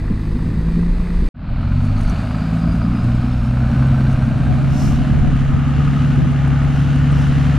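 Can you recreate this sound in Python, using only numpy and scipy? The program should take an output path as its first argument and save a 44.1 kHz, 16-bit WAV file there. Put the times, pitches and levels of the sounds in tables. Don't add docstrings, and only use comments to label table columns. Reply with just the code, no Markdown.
import sys
import numpy as np
from scipy import signal
from scipy.fft import rfft, irfft, next_fast_len
from scipy.io import wavfile
from scipy.ndimage import uniform_filter1d

SR = 44100
rng = np.random.default_rng(int(sys.argv[2]) if len(sys.argv) > 2 else 0)


def put_to_file(sound):
    columns = np.atleast_2d(sound).T
    safe = np.clip(columns, -1, 1)
    whole_steps = np.round(safe * 32767)
    wavfile.write(sys.argv[1], SR, whole_steps.astype(np.int16))


def to_linear_factor(level_db):
    exponent = np.asarray(level_db, float) / 20
    return 10 ** exponent


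N = 334278
T = np.arange(N) / SR

CUT_S, RETURN_S, CUT_FADE_S, FADE_S = 1.289, 1.342, .00025, .28
TOP_OPENS_S = 0.48
CYLINDERS = 6
BELT_CYCLES, BELT_TICK_S = 11.22, 6.317

# time in seconds, level in dB.
WIND_LEVEL = [(0.0, -24), (.33, -17), (.4, -25.5), (.9, -21), (1.1, -19), (1.28, -11.5), (1.36, -42),
              (1.5, -23), (1.8, -20.5), (2.16, -20), (2.28, -39.5), (3.0, -23), (3.15, -26), (3.75, -30),
              (4.11, -21), (4.36, -40.5), (4.86, -23), (5.0, -24.5), (5.5, -23.5), (5.62, -35), (5.8, -33),
              (6.3, -39.5), (6.6, -32.5), (7.58, -30.5)]
# frequency in Hz, density in dB per Hz.
BUFFET_COLOUR = [(8, -12), (16, -2), (28, 0), (42, -2), (60, -7), (90, -24)]
# centre in seconds, length in seconds, level in dB.
GUSTS = [(4.513, 0.036, -17), (4.668, 0.097, -25.5), (4.858, 0.035, -18), (5.144, 0.053, -17),
         (5.264, 0.065, -15), (5.553, 0.045, -18), (5.786, 0.019, -21), (6.224, 0.08, -17.5),
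         (6.348, 0.017, -34), (6.507, 0.034, -21), (6.706, 0.1, -28.5)]
# frequency in Hz, density in dB per Hz.
GUST_COLOUR = [(20, -11.5), (50, -1.5), (110, 0), (170, -4), (280, -12.5), (500, -26.5), (900, -37.5)]

# centre in seconds, length in seconds, level in dB,
# share 0-1 sent to the side before its colouring.
SWISHES = [(4.842, 0.11, -42.5, 0.9), (6.78, 0.054, -55, 0.4), (7.204, 0.075, -51, 0.2),
           (7.423, .05, -56, 0.6)]
# frequency in Hz, density in dB per Hz.
SWISH_COLOUR = [(2470, -46), (4200, -11), (4620, -8.5), (5370, 1.5), (5790, -2), (9300, -16), (12400, -15),
                (13700, -33.5), (14000, -43)]
# centre in seconds, length in seconds, level in dB before the cracking.
RUSTLES = [(1.85, 0.028, -60.5), (2.005, 0.02, -55), (2.04, 0.016, -56), (2.09, .025, -54.5),
           (2.216, 0.098, -63), (2.57, 0.049, -59.5), (2.75, 0.043, -58), (3.038, 0.016, -57),
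           (3.462, 0.033, -60.5), (4.003, .03, -60), (4.125, 0.019, -58), (4.252, 0.032, -61.5),
           (4.452, .03, -63.5)]
# frequency in Hz, density in dB per Hz.
RUSTLE_COLOUR = [(4500, -20), (5600, -4), (6350, 1.5), (7300, -8), (9000, 0), (10500, -8.5), (13500, -20)]
# start in seconds, peak of the ring in dB, pitch in Hz.
SNAPS = [(1.503, -55, 8900), (2.762, -52, 8900), (3.038, -50, 8600), (1.8472, -46, 5470), (1.98, -40, 6470),
         (2.01, -43.5, 6310), (2.0782, -38.5, 6400), (2.098, -31, 6100), (3.716, -38.5, 5785),
         (4.009, -50, 5850), (4.1225, -52.5, 5175), (4.2489, -54, 5688)]

# start in seconds, peak of the ring in dB, pitch in Hz.
BUMPS = [(0.106, -11, 200), (0.35, -18, 236), (0.769, -13.5, 204), (1.036, -33, 184), (1.219, -15.5, 207),
         (2.115, -13.5, 182), (2.658, -20.5, 211)]
# time in seconds, peak in dB.
TICK_LEVEL = [(2.8, -59), (4.4, -58), (6.0, -59), (6.35, -49), (7.3, -50)]
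# start in seconds, peak in
# dB, pitch in Hz.
SINGLE_TICKS = [(1.615, -61, 8700), (2.37, -55, 7950), (2.575, -52, 8150), (2.695, -57, 8100), (2.965, -54, 9000),
                (3.148, -54, 8250), (3.87, -52, 8650), (4.385, -54, 8850), (5.365, -54, 8600), (5.69, -54, 8400),
                (5.845, -57, 8700), (7.12, -49, 8600), (7.22, -49, 8900)]

# centre in Hz,
# level in dB at the height of the swell, middle in seconds, half length in seconds.
PANELS = [(617, -45.5, 4.4, 1.38), (723, -41, 4.78, .8), (735, -45.5, 2.74, 0.76), (1264, -46.5, 2.9, 1.7),
          (1248, -43.5, 5.85, 0.72), (1470, -46, 7.1, 1.6), (819, -46, 6.35, 0.76), (486, -45, 7.7, 0.95)]
# time in seconds, centre in Hz, level in dB.
INTAKE = [(1.35, 4200, -65), (1.7, 4270, -58.5), (1.9, 4400, -56.5), (2.1, 4430, -49), (2.3, 4640, -57),
          (2.6, 4600, -70)]
# time in seconds, centre in Hz, level in dB.
TURBO = [(2.2, 4650, -59), (2.5, 4800, -57), (2.9, 4850, -56), (3.1, 5050, -61), (3.4, 5250, -64),
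         (3.7, 5450, -64.5), (4.2, 5700, -66), (4.6, 5900, -72)]
# time in seconds, centre in Hz, level in dB.
GEAR = [(2.6, 1430, -62), (3.0, 1461, -57), (3.5, 1480, -49), (3.95, 1544, -43.5), (4.2, 1554, -43.5),
        (4.4, 1583, -47), (4.7, 1600, -60.5)]

# time in seconds, exhaust roar in dB, clatter in dB,
# clatter treble in dB before a fixed lift.
ENGINE_NOISE = [(0.0, -30.5, -42, -53), (.35, -22.5, -41, -53.5), (.9, -24.5, -41, -52.5),
                (1.28, -27.5, -39.5, -50), (1.36, -26.5, -37.5, -51.5), (1.5, -23, -38.5, -50),
                (1.8, -28, -38, -51), (2.16, -26, -34.5, -46.5), (2.3, -25.5, -35, -48.5),
                (3.0, -20.5, -36, -48.5), (3.45, -25.5, -36, -48.5), (3.8, -20, -33, -47),
                (4.36, -21, -35, -47.5), (4.85, -20.5, -34, -45), (5.3, -21, -35.5, -45),
                (5.55, -29.5, -35.5, -46), (5.85, -20, -34.5, -44), (6.5, -26, -34, -44),
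                (7.2, -22, -33.5, -43), (7.58, -25, -31.5, -42)]
# frequency in Hz, density in dB per Hz.
ROAR_COLOURS = [
    [(24, -34), (40, -11), (57, -3), (108, -13.5), (174, -10), (260, -19.5), (455, -32), (500, -31.5),
     (650, -49), (1100, -120)],
    [(24, -14.5), (40, -1), (107, 1), (189, -4.5), (236, 0), (260, -6.5), (292, -10.5), (368, -25),
     (500, -38.5), (650, -55), (1100, -120)],
    [(24, -36.5), (40, -5.5), (91, -2), (145, -4), (167, -3.5), (189, -6), (254, -5.5), (364, -23.5),
     (500, -37), (650, -57), (1100, -120)],
]
# frequency in Hz, density in dB per Hz.
CLATTER_COLOURS = [
    [(240, -26.5), (400, -9.5), (502, -9), (587, -16.5), (640, -10.5), (797, -17), (848, -13.5),
     (1120, -12.5), (1430, -17), (1700, -16), (1990, -14.5), (2290, -27), (2600, -23), (3380, -71),
     (5720, -120)],
    [(240, -41), (400, -7.5), (483, -8.5), (587, -1), (731, -1), (889, -7.5), (1020, -6.5), (1360, -5),
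     (1490, -5.5), (1830, -16.5), (2060, -19), (2280, -15.5), (2600, -22.5), (3380, -30), (5720, -120)],
    [(240, -27.5), (400, -13), (464, -2), (539, -8.5), (592, -3.5), (829, -3.5), (977, -8), (1260, 0),
     (1370, -4), (1470, -2.5), (1560, -5), (1740, -4), (2600, -15.5), (3380, -53.5), (5720, -120)],
]
# frequency in Hz, density in dB per Hz.
TREBLE_COLOURS = [
    [(1410, -29), (2400, 4.5), (2580, -4), (2760, -1.5), (3180, -5), (3710, -1.5), (4200, -2), (4870, -4),
     (5730, -16.5), (6260, -10.5), (7090, -18), (7860, -11.5), (14000, -25.5)],
    [(1410, -19), (2400, -3.5), (2930, -7), (3370, -13), (3650, -9.5), (4260, -10), (5520, -20.5),
     (6400, -21), (9110, -24.5), (10600, -29), (14000, -38)],
    [(1410, -21), (2400, -8.5), (2820, 1), (3370, -7), (4730, -15), (6830, -18.5), (7920, -27.5),
     (8850, -24), (10100, -30), (12400, -37), (14000, -47.5)],
]
# frequency in Hz, gain in dB.
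SMOOTH_PART = [(800, 0), (1050, -40)]
# frequency in Hz, gain in dB.
DULL = [(4800, 0.5), (6000, -11), (9000, -16), (14000, -20)]
KNOCKS_DB = [3.6, -2.2, 1.2, -2.2]
CYLINDER_DB = [.8, -.5, .4, -.7, .2, -.2]

# time in seconds, firing rate in Hz, lift of the weak orders in dB.
SPEED = [(0.0, 51.2, 0), (0.33, 51.8, 0), (0.62, 54.6, 1.), (.93, 58.3, 0), (1.28, 58.6, -1.),
         (1.4, 41.0, -0.8), (1.57, 42.3, -2.2), (1.82, 48.6, 2.2), (1.97, 51.6, -0.2), (2.3, 53.0, -3.6),
         (2.68, 56.0, 0.4), (2.85, 58.8, 1.2), (3.2, 62.0, 1.2), (3.45, 61.4, 0.1), (3.66, 62.6, 0.6),
         (3.9, 66.0, 2.5), (4.2, 64.9, 0.8), (4.45, 66.0, -0.7), (4.88, 70.6, -0.2), (5.13, 70.3, -1.0),
         (5.37, 68.5, -1.2), (5.86, 71.0, -0.3), (6.4, 69.7, -0.5), (7.1, 71.1, 0.6), (7.58, 70.1, 1.0)]
STRONG_ORDERS = (1, 2, 3, 3.5, 4)
# time in seconds, level in dB of order 1, 2, 3, 3.5, 4.
STRONG_LEVELS = [(0.0, -29, -27, -32, -42, -40), (.36, -28, -29, -31, -42, -34),
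                 (.62, -28, -34, -21.5, -42, -33), (.82, -28, -35, -19.5, -42, -33),
                 (1.05, -28, -31, -26, -42, -39), (1.28, -28, -33, -27, -42, -39),
                 (1.4, -26, -28, -30, -48, -36), (1.57, -25, -24, -27, -48, -37),
                 (1.78, -26, -17, -22, -48, -40), (1.97, -24, -19, -28, -48, -39),
                 (2.1, -25, -24, -29, -45, -38), (2.3, -27, -28, -28, -42, -34),
                 (2.52, -27, -27, -21, -38, -31), (2.68, -26, -24, -17.5, -34, -30),
                 (2.85, -25, -22, -24, -34, -32), (3.05, -24, -20, -27, -33, -30),
                 (3.4, -24, -19, -33, -32, -31), (3.69, -24, -18, -38, -31, -35),
                 (3.95, -24, -16, -36, -30, -35), (4.2, -25, -18.5, -35, -30, -35),
                 (4.66, -28, -18, -33, -28, -39), (4.9, -25, -19, -30, -27, -38),
                 (5.3, -27, -18, -32, -28, -40), (5.9, -24, -16, -35, -26, -37),
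                 (6.4, -24, -16, -37, -28, -39), (7.1, -22, -16, -38, -27.5, -34),
                 (7.58, -22, -15.5, -38, -28, -34)]
# multiple of the engine cycle rate,
# dB from far, from the front, from the side, all before effort and pipe.
WEAK_ORDERS = [(9, -33, -26, -23), (14, -50, -32, -24), (15, -42, -33, -35), (16, -50, -33, -36),
               (19, -50, -40, -40), (20, -45, -34, -36), (22, -45, -31, -39), (23, -46, -36, -33),
               (26, -48, -36, -42), (27, -48, -34, -30), (28, -38, -32, -42), (30, -36, -31, -40),
               (32, -35, -33, -40), (34, -40, -40, -33), (38, -25, -38, -38), (40, -32, -40, -32),
               (44, -35, -40, -38), (46, -34, -42, -42), (50, -36, -38, -36)]
# frequency in Hz, gain in dB.
PIPE_GAIN = [(60, -8), (110, -8), (150, -4), (170, -3), (188, -7), (206, -2), (238, 2), (260, -3),
             (285, -12), (320, -17), (400, -21), (600, -20)]
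# time in seconds, pitch in Hz, level in dB.
HUMS = [
    [(.55, 47, -26), (.8, 40, -21), (1.0, 34, -20), (1.15, 33, -25)],
    [(2.0, 103, -29), (2.1, 94, -24), (2.18, 82, -28)],
]

# time in seconds, share 0-1 of the side-on view.
TURN = [(4.0, 0.08), (4.6, 0.2), (5.5, 0.79)]
# time in seconds, share 0-1 of the side-on orders.
EXHAUST_TURN = [(2.5, 0), (5.5, 1)]
# time in seconds, width 0-1.
WIDTH = [(4.04, 0), (4.3, 0.31), (4.8, 0.7), (5.4, 0.93)]
# time in seconds, share of mid added to side.
LEFTWARD = [(4.6, 0.00013), (5.2, 0.0039), (6.2, 0.058), (6.7, 0.028), (7.58, .04)]
# frequency in Hz, gain in dB.
SIDE_COLOUR = [(60, 4.5), (200, -8), (370, -16), (670, -11.5), (1220, -7.5), (2220, -8.5), (3000, -16.5),
               (3500, -38.5), (4700, -37), (5600, -3.5), (7400, 3.5), (10000, -2), (13500, 0.5)]


def curve(rows):
    s, *columns = np.transpose(rows)
    return [np.interp(T, s, c) for c in columns]


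def colour(x, points):
    hz, db = np.transpose(points)
    size = next_fast_len(N)
    f = np.arange(size // 2 + 1) * SR / size + 1
    gain = to_linear_factor(np.interp(np.log(f), np.log(hz), db))
    return irfft(rfft(x, size) * gain, size)[:N]


def unit(x):
    return x / np.sqrt(np.mean(x ** 2))


def noise(points):
    below, above = (points[0][0] * .8, -90), (points[-1][0] * 1.2, -90)
    return unit(colour(rng.standard_normal(N), [below] + list(points) + [above]))


def walk(rate):
    k = int(SR / rate)
    held = np.repeat(rng.standard_normal(N // k + 1), k)
    return unit(uniform_filter1d(uniform_filter1d(held, k), k)[:N])


def swell(middle_s, length_s):
    return np.exp(-((T - middle_s) / length_s) ** 2)


def during(rows):
    return np.clip(np.minimum(T - rows[0][0], rows[-1][0] + 0.12 - T) / 0.1, 0, 1)


def rings(rows, t60_s, rise_s):
    out = np.zeros(N)
    t = np.arange(int(t60_s * SR)) / SR
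    shape = (1 - np.exp(-t / rise_s)) * np.exp(-np.log(1000) * t / t60_s)
    shape = shape / shape.max()
    for s, db, hz in rows:
        i = int(s * SR)
        out[i:i + len(t)] += to_linear_factor(db) * shape * np.sin(2 * np.pi * hz * t)
    return out


def hiss(rows, width_hz, drift=1):
    hz, db = curve(rows)
    blur = noise([(1, 0), (width_hz / 2, -3), (2.9 * width_hz, -24)])
    carrier = np.sqrt(2) * np.sin(2 * np.pi * np.cumsum(hz * drift) / SR)
    return during(rows) * to_linear_factor(db) * blur * carrier


def tone(phase, db, waver_db, waver_rad, rate):
    level = np.sqrt(2) * to_linear_factor(db + waver_db * walk(rate))
    return level * np.sin(phase + waver_rad * walk(rate))


def firing_phase():
    return 2 * np.pi * np.cumsum(curve(SPEED)[0]) / SR


def viewed(colours):
    turn = np.clip(curve(TURN)[0], 0, 1)
    far, front, flank = (noise(c) for c in colours)
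    near = np.sqrt(1 - turn) * front + np.sqrt(turn) * flank
    return np.where(T < CUT_S, far, near)


def wind():
    flutter_db = 1.5 * walk(8)
    return to_linear_factor(curve(WIND_LEVEL)[0] + flutter_db) * noise(BUFFET_COLOUR)


def gusts():
    lull = to_linear_factor(-31.0 + 2.9 * walk(8.6)) * curve(WIDTH)[0]
    level = lull + sum(to_linear_factor(db) * swell(s, length) for s, length, db in GUSTS)
    return level * np.array([noise(GUST_COLOUR), .8 * noise(GUST_COLOUR)])


def grass():
    out = np.zeros((2, N))
    mid, side = noise(SWISH_COLOUR), noise(SWISH_COLOUR)
    for s, length, db, share in SWISHES:
        out += to_linear_factor(db) * swell(s, length) * np.array([mid, share * side])
    cracks = noise(RUSTLE_COLOUR) * to_linear_factor(2.7 * walk(300))
    out[0] += cracks * sum(to_linear_factor(db) * swell(s, length) for s, length, db in RUSTLES)
    return out


def snaps():
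    clicks = np.zeros(N)
    for s, db, _ in SNAPS:
        clicks[int(s * SR)] = to_linear_factor(db + 7.0)
    broad = colour(clicks, [(2000, -31), (5000, -8), (9000, 8), (13000, -5.5)])
    return broad + rings(SNAPS, 0.0066, .0001)


def bumps():
    shake = sum(to_linear_factor(db - 11.0) * swell(s + .015, 0.02) for s, db, _ in BUMPS)
    shaken = noise([(120, -5), (200, 8.5), (300, 4), (450, -9), (600, -24)])
    return rings(BUMPS, 0.048, 0.0046) + shake * shaken


def belt():
    phase = firing_phase()
    since_tick = phase - phase[int(BELT_TICK_S * SR)]
    rounds = np.floor(since_tick / (2 * np.pi * BELT_CYCLES))
    at = np.flatnonzero(np.diff(rounds))
    at = at[(T[at] > TICK_LEVEL[0][0]) & (T[at] < TICK_LEVEL[-1][0])]
    scatter_db = 0.5 * rng.standard_normal(60)[:len(at)]
    db = curve(TICK_LEVEL)[0][at] + scatter_db
    ticks = rings([(s, d, 8750) for s, d in zip(T[at], db)], .018, 0.0024)
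    return ticks + rings(SINGLE_TICKS, 0.022, .002)


def panel(hz, db, middle_s, half_s):
    is_high = hz > SMOOTH_PART[-1][0]
    knock = 1 + .7 * is_high * np.cos(firing_phase())
    wander = 1 + .008 * walk(5)
    band = hiss([(RETURN_S, hz, db), (N / SR, hz, db)], hz / 22, wander)
    flicker = to_linear_factor(1.3 * walk(14))
    return knock * flicker * swell(middle_s, half_s) * band


def whistles():
    turbo = to_linear_factor(2.2 * walk(25)) * hiss(TURBO, 190)
    gears = to_linear_factor(1.5 * walk(12)) * hiss(GEAR, 45)
    panels = sum(panel(*row) for row in PANELS)
    return turbo + hiss(INTAKE, 340) + gears + panels


def rattle():
    phase, turn = firing_phase(), curve(TURN)[0]
    roar_db, clatter_db, treble_db = curve(ENGINE_NOISE)
    knock = (phase / np.pi).astype(int)
    strength_db = .7 * rng.standard_normal(N // 100)[knock]
    strength_db += np.array(KNOCKS_DB)[knock % len(KNOCKS_DB)]
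    strength_db += np.array(CYLINDER_DB)[knock // 2 % CYLINDERS]
    strength_db = uniform_filter1d(strength_db, size=80)
    puff = uniform_filter1d(2.2 + np.exp(-(phase / np.pi % 1) / .45), size=40)

    roar = to_linear_factor(roar_db + 0.72 * walk(24)) * viewed(ROAR_COLOURS)

    rasp = viewed(CLATTER_COLOURS)
    smooth = colour(rasp, SMOOTH_PART)
    strokes = unit(to_linear_factor((.8 - .3 * turn) * strength_db) * puff)
    body = to_linear_factor(0.82 * walk(60)) * smooth + strokes * (rasp - smooth)
    clatter = to_linear_factor(clatter_db + .5 * walk(6)) * body

    pulsed = unit(to_linear_factor((0.15 + 0.19 * turn) * strength_db) * puff * viewed(TREBLE_COLOURS))
    treble = to_linear_factor(treble_db + 1.87 + 0.78 * walk(6)) * pulsed
    opened = np.where(T < CUT_S, 1, np.clip((T - RETURN_S) / TOP_OPENS_S, 0, 1) ** 2)
    return roar + clatter + opened * treble + (1 - opened) * colour(treble, DULL)


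def hum(rows):
    hz, db = curve(rows)
    return during(rows) * tone(2 * np.pi * np.cumsum(hz) / SR, db, 0.92, 0.16, 8.6)


def drone():
    phase, (firing_hz, effort_db) = firing_phase(), curve(SPEED)
    turn = curve(EXHAUST_TURN)[0]
    pipe_hz, pipe_db = np.transpose(PIPE_GAIN)
    is_far = T < CUT_S
    waver = dict(waver_db=np.where(is_far, 1.6, .9), waver_rad=np.where(is_far, .3, .1), rate=9)
    out = sum(hum(rows) for rows in HUMS)
    out += sum(tone(k * phase, db, **waver) for k, db in zip(STRONG_ORDERS, curve(STRONG_LEVELS)))
    for order, far, front, flank in WEAK_ORDERS:
        k = order / CYLINDERS
        view_db = np.where(is_far, far, front + turn * (flank - front))
        gain_db = np.interp(np.log(k * firing_hz), np.log(pipe_hz), pipe_db)
        start = 2 * np.pi * rng.random()
        out += tone(k * phase + start, view_db + effort_db + gain_db, **waver)
    return out


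def scene():
    ticks = belt()
    width = curve(WIDTH)[0]
    mid, swish_side = grass()
    mid += wind() + snaps() + bumps() + ticks + whistles() + rattle() + drone()
    side = colour(swish_side + width * rattle(), SIDE_COLOUR)
    side = side + width * .6 * ticks + curve(LEFTWARD)[0] * mid
    fade_out = np.clip((CUT_S - T) / CUT_FADE_S, 0, 1)
    fade_in = np.clip((T - RETURN_S) / FADE_S, 0, 1)
    gate = np.where(T < CUT_S, fade_out, fade_in) ** 0.66
    return gate * (np.array([mid + side, mid - side]) + gusts())


def top_cut(x):
    return signal.sosfilt(signal.butter(12, 14120, fs=SR, output="sos"), x)


def record(dry):
    rounded = np.tanh(.9 * dry) / .85
    return top_cut(rounded)


dry = scene()
out = record(dry)
put_to_file(out)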